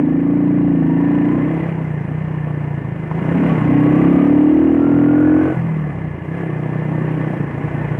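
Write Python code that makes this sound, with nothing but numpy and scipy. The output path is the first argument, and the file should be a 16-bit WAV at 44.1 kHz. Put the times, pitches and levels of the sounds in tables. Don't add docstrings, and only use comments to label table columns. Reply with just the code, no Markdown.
import sys
import numpy as np
from scipy import signal
from scipy.io import wavfile
from scipy.ndimage import uniform_filter1d

SR = 44100
rng = np.random.default_rng(int(sys.argv[2]) if len(sys.argv) > 2 else 0)


def attenuation_scalar(level_db):
    decades = np.asarray(level_db, float) / 20
    return 10 ** decades


def to_wav(s):
    ch = np.atleast_2d(s).T
    pcm = np.round(np.clip(ch, -1, 1) * 32767)
    wavfile.write(sys.argv[1], SR, pcm.astype(np.int16))


N = 352359
MUFFLE_HZ = 3240


def steady(x, size=6000):
    power = uniform_filter1d(uniform_filter1d(x ** 2, size), size)
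    return x / np.sqrt(power + 1e-12)


def in_time(rows):
    s, value = np.transpose(rows)
    return np.interp(np.arange(N) / SR, s, value)


def bumps(rows):
    t = np.arange(N) / SR
    return sum(height * np.exp(-.5 * ((t - s) / width) ** 2) for s, height, width in rows)


def drift(rate):
    r = np.exp(-80 * np.pi * rate / SR)
    slow = signal.lfilter([1], [1, -2 * r, r * r], rng.standard_normal(N // 40 + 2002))[2000:]
    return np.interp(np.arange(N) / 40, np.arange(len(slow)), slow / slow.std())


def resonate(x, modes, order=1, centre_hz=1):
    out, cycles = 0, np.cumsum(centre_hz * np.ones(N)) / SR
    for k, (share, width_hz, level_db) in enumerate(modes):
        spin = np.exp(2j * np.pi * share * cycles)
        r = np.exp(-np.pi * width_hz / SR)
        y = (x + 1e-18) / spin
        for _ in range(order):
            y = signal.lfilter([1 - r], [1, -r], y)
        out = out + (-1) ** k * attenuation_scalar(level_db) * 2 * (y * spin).imag
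    return out


def pulses(turns, late, spread_db, jitter_s):
    at = np.flatnonzero(np.diff(np.floor(turns - late)))
    chance = rng.standard_normal((400, 2))[:len(at)]
    moved = at + (chance[:, 0] * jitter_s * SR).astype(int)
    out = np.zeros(N)
    out[np.clip(moved, 0, N - 1)] = attenuation_scalar(0.2 * spread_db[at] * chance[:, 1])
    return out


def gusts(turns, late, sharp):
    return np.exp(sharp * (np.cos(2 * np.pi * (turns - late)) - 1))


def piped(turns, modes, late, uneven_db, breath, order, centre_hz=1):
    beats = steady(pulses(turns, late, uneven_db, jitter_s=.00005))
    flow = breath * rng.standard_normal(N)
    return steady(resonate(beats + flow, modes, order=order, centre_hz=centre_hz))


def crank():
    # (time [s], speed [firings/s])
    firing_curve = [(0.0, 26.44), (0.343, 29.07), (0.652, 29.13), (1.254, 29.02), (1.523, 32.76),
                    (1.689, 33.51), (1.952, 30.05), (2.352, 30.37), (2.723, 29.45), (3.085, 25.36),
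                    (3.612, 30.87), (4.549, 38.07), (5.489, 44.77), (5.873, 37.02), (6.168, 27.86),
                    (6.635, 30.78), (7.204, 31.41), (7.99, 29.13)]
    # (time [s], gain [firings/s], width [s])
    surge_list = [
        (0.86, -1.817, 0.108),
        (2.056, -2.815, 0.036),
        (2.24, 1.049, 0.08),
        (3.391, 6.631, 0.11),
        (4.7, 0.496, 0.13),
        (6.379, 4.744, 0.069),
        (7.49, -1.706, 0.104),
    ]
    rate = in_time(firing_curve) + bumps(surge_list)
    return rate, np.cumsum(rate) / SR - .4


def throttle():
    # (time [s], level [dB])
    throttle_curve = [(0.0, -13), (1.33, -13), (1.65, -22), (1.74, -33.5), (3.03, -34), (3.4, -15.5),
                      (3.63, -21.5), (3.67, -12), (4.56, -7.5), (4.78, -10), (5.36, -8.5), (5.5, -14),
                      (5.58, -37.5), (6.25, -33.5), (6.4, -29), (7.32, -22), (7.45, -33.5), (7.99, -31)]
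    roar_db = in_time(throttle_curve)
    shut_db, cracked_db, half_db, open_db = -35, -27, -24, -16
    cracked = np.clip((roar_db - shut_db) / (cracked_db - shut_db), 0, 1)
    wide = np.clip((roar_db - half_db) / (open_db - half_db), 0, 1)
    cracked, wide = uniform_filter1d([cracked, wide], size=3000, mode="nearest")
    return roar_db, cracked, wide


def law(engine, shut, cracked, wide, per_firing):
    rate, cracked_share, wide_share = engine
    return shut + cracked * cracked_share + wide * wide_share + per_firing * (rate - 30)


def road(turns, tyre_db, hiss_db):
    # (frequency [Hz], density [dB per Hz])
    road_spectrum = [(40, -25), (90, -14), (300, -9.5), (500, -19), (1020, -22.5), (1300, -34),
                     (2020, -26.5), (2600, -40), (3300, -48.5), (3900, -39.5), (5000, -36.5), (8300, -38),
                     (10700, -39), (15500, -55)]
    out, edges = 0, 40 * 2 ** np.arange(0, 8.7, 1 / 3)
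    white, together = rng.standard_normal((2, N)), drift(1.3)
    hz, level_db = np.transpose(road_spectrum)
    for k, (low, high) in enumerate(zip(edges, edges[1:])):
        sos = signal.butter(3, [low, high], "band", fs=SR, output="sos")
        band = signal.sosfilt(sos, white[k % 2])
        at_db = np.interp(np.log(low * high) / 2, np.log(hz), level_db)
        at_db = at_db + (tyre_db if low < MUFFLE_HZ else hiss_db)
        out = out + attenuation_scalar(at_db + 0.38 * together + 1.4 * drift(18.0)) * band
    return out * (1 + .35 * gusts(turns, .12, sharp=2.2))


def knocks():
    # (time [s], peak level [dB])
    knock_list = [
        (3.113, -17),
    ]
    clicks = np.zeros(N)
    for s, level_db in knock_list:
        clicks[round(s * SR)] = attenuation_scalar(level_db + 36)
    return resonate(clicks, [(974, 190, 0.031), (1084, 35, 0.0026)])


def covers():
    # (frequency [Hz], width [Hz], level [dB])
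    cover_modes = [(1703, 16, 0), (1797, 20, 0)]
    # (level [dB], one per cover)
    rest_levels = (-53, -51.5)
    # (time [s], gain [dB], width [s])
    singing_spells = [
        [(1.3, 8, 0.22), (3.85, 10, 0.088), (5.35, 12.5, 0.15), (6.5, 10.5, 0.46), (7.45, 8, 0.19)],
        [(1.1, 10.5, 0.31), (2.5, 5, 0.33), (3.4, 5.5, 0.13), (4.2, 3.5, 0.21), (7.1, 7, 0.57)],
    ]
    out = 0
    for mode, rest_db, spells in zip(cover_modes, rest_levels, singing_spells):
        ring = steady(resonate(rng.standard_normal(N), [mode]), size=20000)
        out = out + attenuation_scalar(rest_db + bumps(spells) + 2 * drift(3.3)) * ring
    return out


def frame(turns, engine):
    # (multiple of the firing rate, level law (shut [dB], cracked [dB], wide [dB], speed [dB s]))
    frame_orders = [(2, (-36, -5.5, 7.5, 0.34)), (3, (-32, -13, 2, 1.09))]
    out = 0
    for k, row_db in frame_orders:
        level_db = law(engine, *row_db) + 2.7 * drift(2.5)
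        out = out + attenuation_scalar(level_db) * np.sin(2 * np.pi * k * turns)
    return out


def rattle(turns):
    # (frequency [Hz], width [Hz], level [dB])
    panel_modes = [(1127, 45, 3), (1500, 62, -4), (1730, 190, -10.5), (2037, 48, 2), (2260, 36, -25.5),
                   (2780, 130, -13)]
    gate = .65 + gusts(turns, .17, sharp=2.5) + .3 * gusts(turns, .7, sharp=2.2)
    shake = rng.standard_normal(N) * gate
    panels = sum(attenuation_scalar(2 * drift(0.58)) * resonate(shake, [mode]) for mode in panel_modes)
    return steady(panels, size=14000)


def shudder():
    # (time [s], gain [dB], width [s])
    shudder_list = [
        (1.3, 3.5, 0.26),
        (3.4, 4.5, 0.21),
        (3.48, 3, 0.031),
        (3.95, 7, 0.34),
        (5.45, 3, 0.049),
        (6.41, 1.5, 0.038),
        (7.15, 2.5, 0.18),
        (7.8, 4.5, .3),
    ]
    return bumps(shudder_list)


def whine(turns):
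    # (start [s], length [s], level [dB])
    pull_list = [
        (0.848, .62, -37.5),
        (2.2, 0.21, -47),
        (3.468, .85, -38.5),
        (4.786, 0.8, -37.5),
    ]
    t, idle_db, fade_s = np.arange(N) / SR, -57.5, 0.11
    level_db = idle_db + 2.0 * drift(21.0)
    for s, length, pull_db in pull_list:
        share = np.clip(np.minimum(t - s, s + length - t) / fade_s + .5, 0, 1)
        level_db = level_db + share * (pull_db - idle_db)
    load = 1 + gusts(turns, .3, sharp=2)
    twist = .6 * np.sin(2 * np.pi * turns) + .8 * drift(20)
    return attenuation_scalar(level_db) * load * np.sin(2 * np.pi * 34 * turns + twist)


def airbox(turns, engine, uneven_db):
    # (share of the centre pitch, width [Hz], level [dB])
    airbox_modes = [(0.853, 36, -1), (0.996, 28.37, 7), (1.17, 38.2, -5.5), (1.3, 39.44, -26.5)]
    # (time [s], shift [Hz], width [s])
    gulp_list = [
        (3.42, -27.5, 0.15),
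    ]
    centre_hz = law(engine, 316.5, 7.5, -34.5, 1.0) + bumps(gulp_list)
    late = law(engine, -.19, -.14, .575, -.015)
    return piped(turns, airbox_modes, late, uneven_db, breath=.02, order=2, centre_hz=centre_hz)


def burning(turns):
    # (time [s], level [dB])
    misfire_list = [(2.815, -6), (2.96, -3), (3.075, -6), (6.048, 3), (6.184, -5), (6.255, -5), (7.374, -5),
                    (7.407, 3), (7.44, 2), (7.475, -4), (7.51, -6), (7.615, -7), (7.648, 5), (7.682, -2),
                    (7.715, -6), (7.749, 3), (7.884, -2), (7.918, 3)]
    cycle = np.floor(turns + .25).astype(int) + 2
    gains_db = np.zeros(cycle.max() + 1)
    for s, level_db in misfire_list:
        gains_db[cycle[int(s * SR)]] = level_db
    return attenuation_scalar(uniform_filter1d(gains_db[cycle], size=150))


def reflected(x, lag_s=0.00652, level_db=-10.0):
    return x + attenuation_scalar(level_db) * np.roll(x, int(lag_s * SR))


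def tail_pipe(turns, engine, uneven_db, launch):
    # (frequency [Hz], width [Hz], level [dB])
    crack_modes = [(490.3, 91, 3.5), (682, 56, 1.5), (766, 130, -8)]
    # (frequency [Hz], width [Hz], level [dB])
    rasp_modes = [(1070, 95, 2), (1520, 430, -4)]
    crack = piped(turns, crack_modes, -.15, uneven_db, breath=.05, order=1)
    rasp = piped(turns, rasp_modes, -.15, uneven_db, breath=.05, order=1)
    crack_db = law(engine, -45.5, 10, 3, 0.51) + 3 * launch
    rasp_db = law(engine, -64, 4.5, 1, 1.37)
    return attenuation_scalar(crack_db) * reflected(crack) + attenuation_scalar(rasp_db) * rasp


def silencer(turns, engine, uneven_db, launch):
    # (share of the centre pitch, width [Hz], level [dB])
    silencer_modes = [(.76, 27, -8.5), (1, 24, 0.5), (1.241, 28, -11)]
    # (time [s], level [dB])
    pressure_curve = [(0.0, -24), (0.6, -18), (2.13, -22.5), (2.45, -21), (3.03, -23.5), (3.36, -17),
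                      (4.18, -16.5), (4.74, -32.5), (4.96, -20.5), (5.52, -36), (5.58, -19.5), (5.76, -19),
                      (6.25, -30.5), (6.3, -24), (7.05, -19.5), (7.68, -24.5), (7.92, -21), (7.99, -22.5)]
    late = law(engine, -.275, 0, -.055, -.024) + .43 * launch
    centre_hz = law(engine, 151, 10.9, 4, 0.81)
    thump = piped(turns, silencer_modes, late, uneven_db, breath=.035, order=2, centre_hz=centre_hz)
    return attenuation_scalar(in_time(pressure_curve) + 1.0) * thump


def exhaust(turns, engine, uneven_db):
    # (time [s], share, width [s])
    launch_list = [
        (4.05, 1, .28),
    ]
    launch = bumps(launch_list)
    thump = silencer(turns, engine, uneven_db, launch)
    return burning(turns) * (thump + tail_pipe(turns, engine, uneven_db, launch))


def running(x, turns):
    size = np.searchsorted(turns, turns[0] + 1)
    borrowed = np.clip(4 - 4 * (turns - turns[0]), 0, 1)
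    second = np.roll(x, -size) * np.tanh(np.arange(N) / 8 + .5)
    return x + borrowed * (second - x)


def scene():
    rate, turns = crank()
    roar_db, cracked, wide = throttle()
    engine = rate, cracked, wide
    uneven_db = 3 + (1.2 - 3) * cracked
    shudder_db = shudder()
    rattle_db = law(engine, -38, 2.5, -1.5, 0.2554) + shudder_db
    hiss_db = law(engine, -72.5, 2.5, -2.5, 0.33) + 0.83 * shudder_db
    air = road(turns, rattle_db + 34, hiss_db + 55.5)
    body = knocks() + covers() + frame(turns, engine) + attenuation_scalar(rattle_db - 7) * rattle(turns) + whine(turns)
    intake = attenuation_scalar(roar_db - 1.9 * (2 - wide)) * airbox(turns, engine, uneven_db)
    return (air + body + running(intake + exhaust(turns, engine, uneven_db), turns))[None]


def low_pass(x):
    return signal.sosfilt(signal.butter(12, 15750, fs=SR, output="sos"), x)


def record(dry):
    x = signal.sosfilt(signal.butter(2, 68, "high", fs=SR, output="sos"), dry)
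    muffled = signal.sosfilt(signal.butter(8, MUFFLE_HZ, fs=SR, output="sos"), x)
    treble = signal.sosfilt(signal.butter(4, MUFFLE_HZ, "high", fs=SR, output="sos"), x)
    x = muffled + attenuation_scalar(-12.0) * treble
    return low_pass(.9 * np.tanh(x / .9))


dry = scene()
out = record(dry)
to_wav(out)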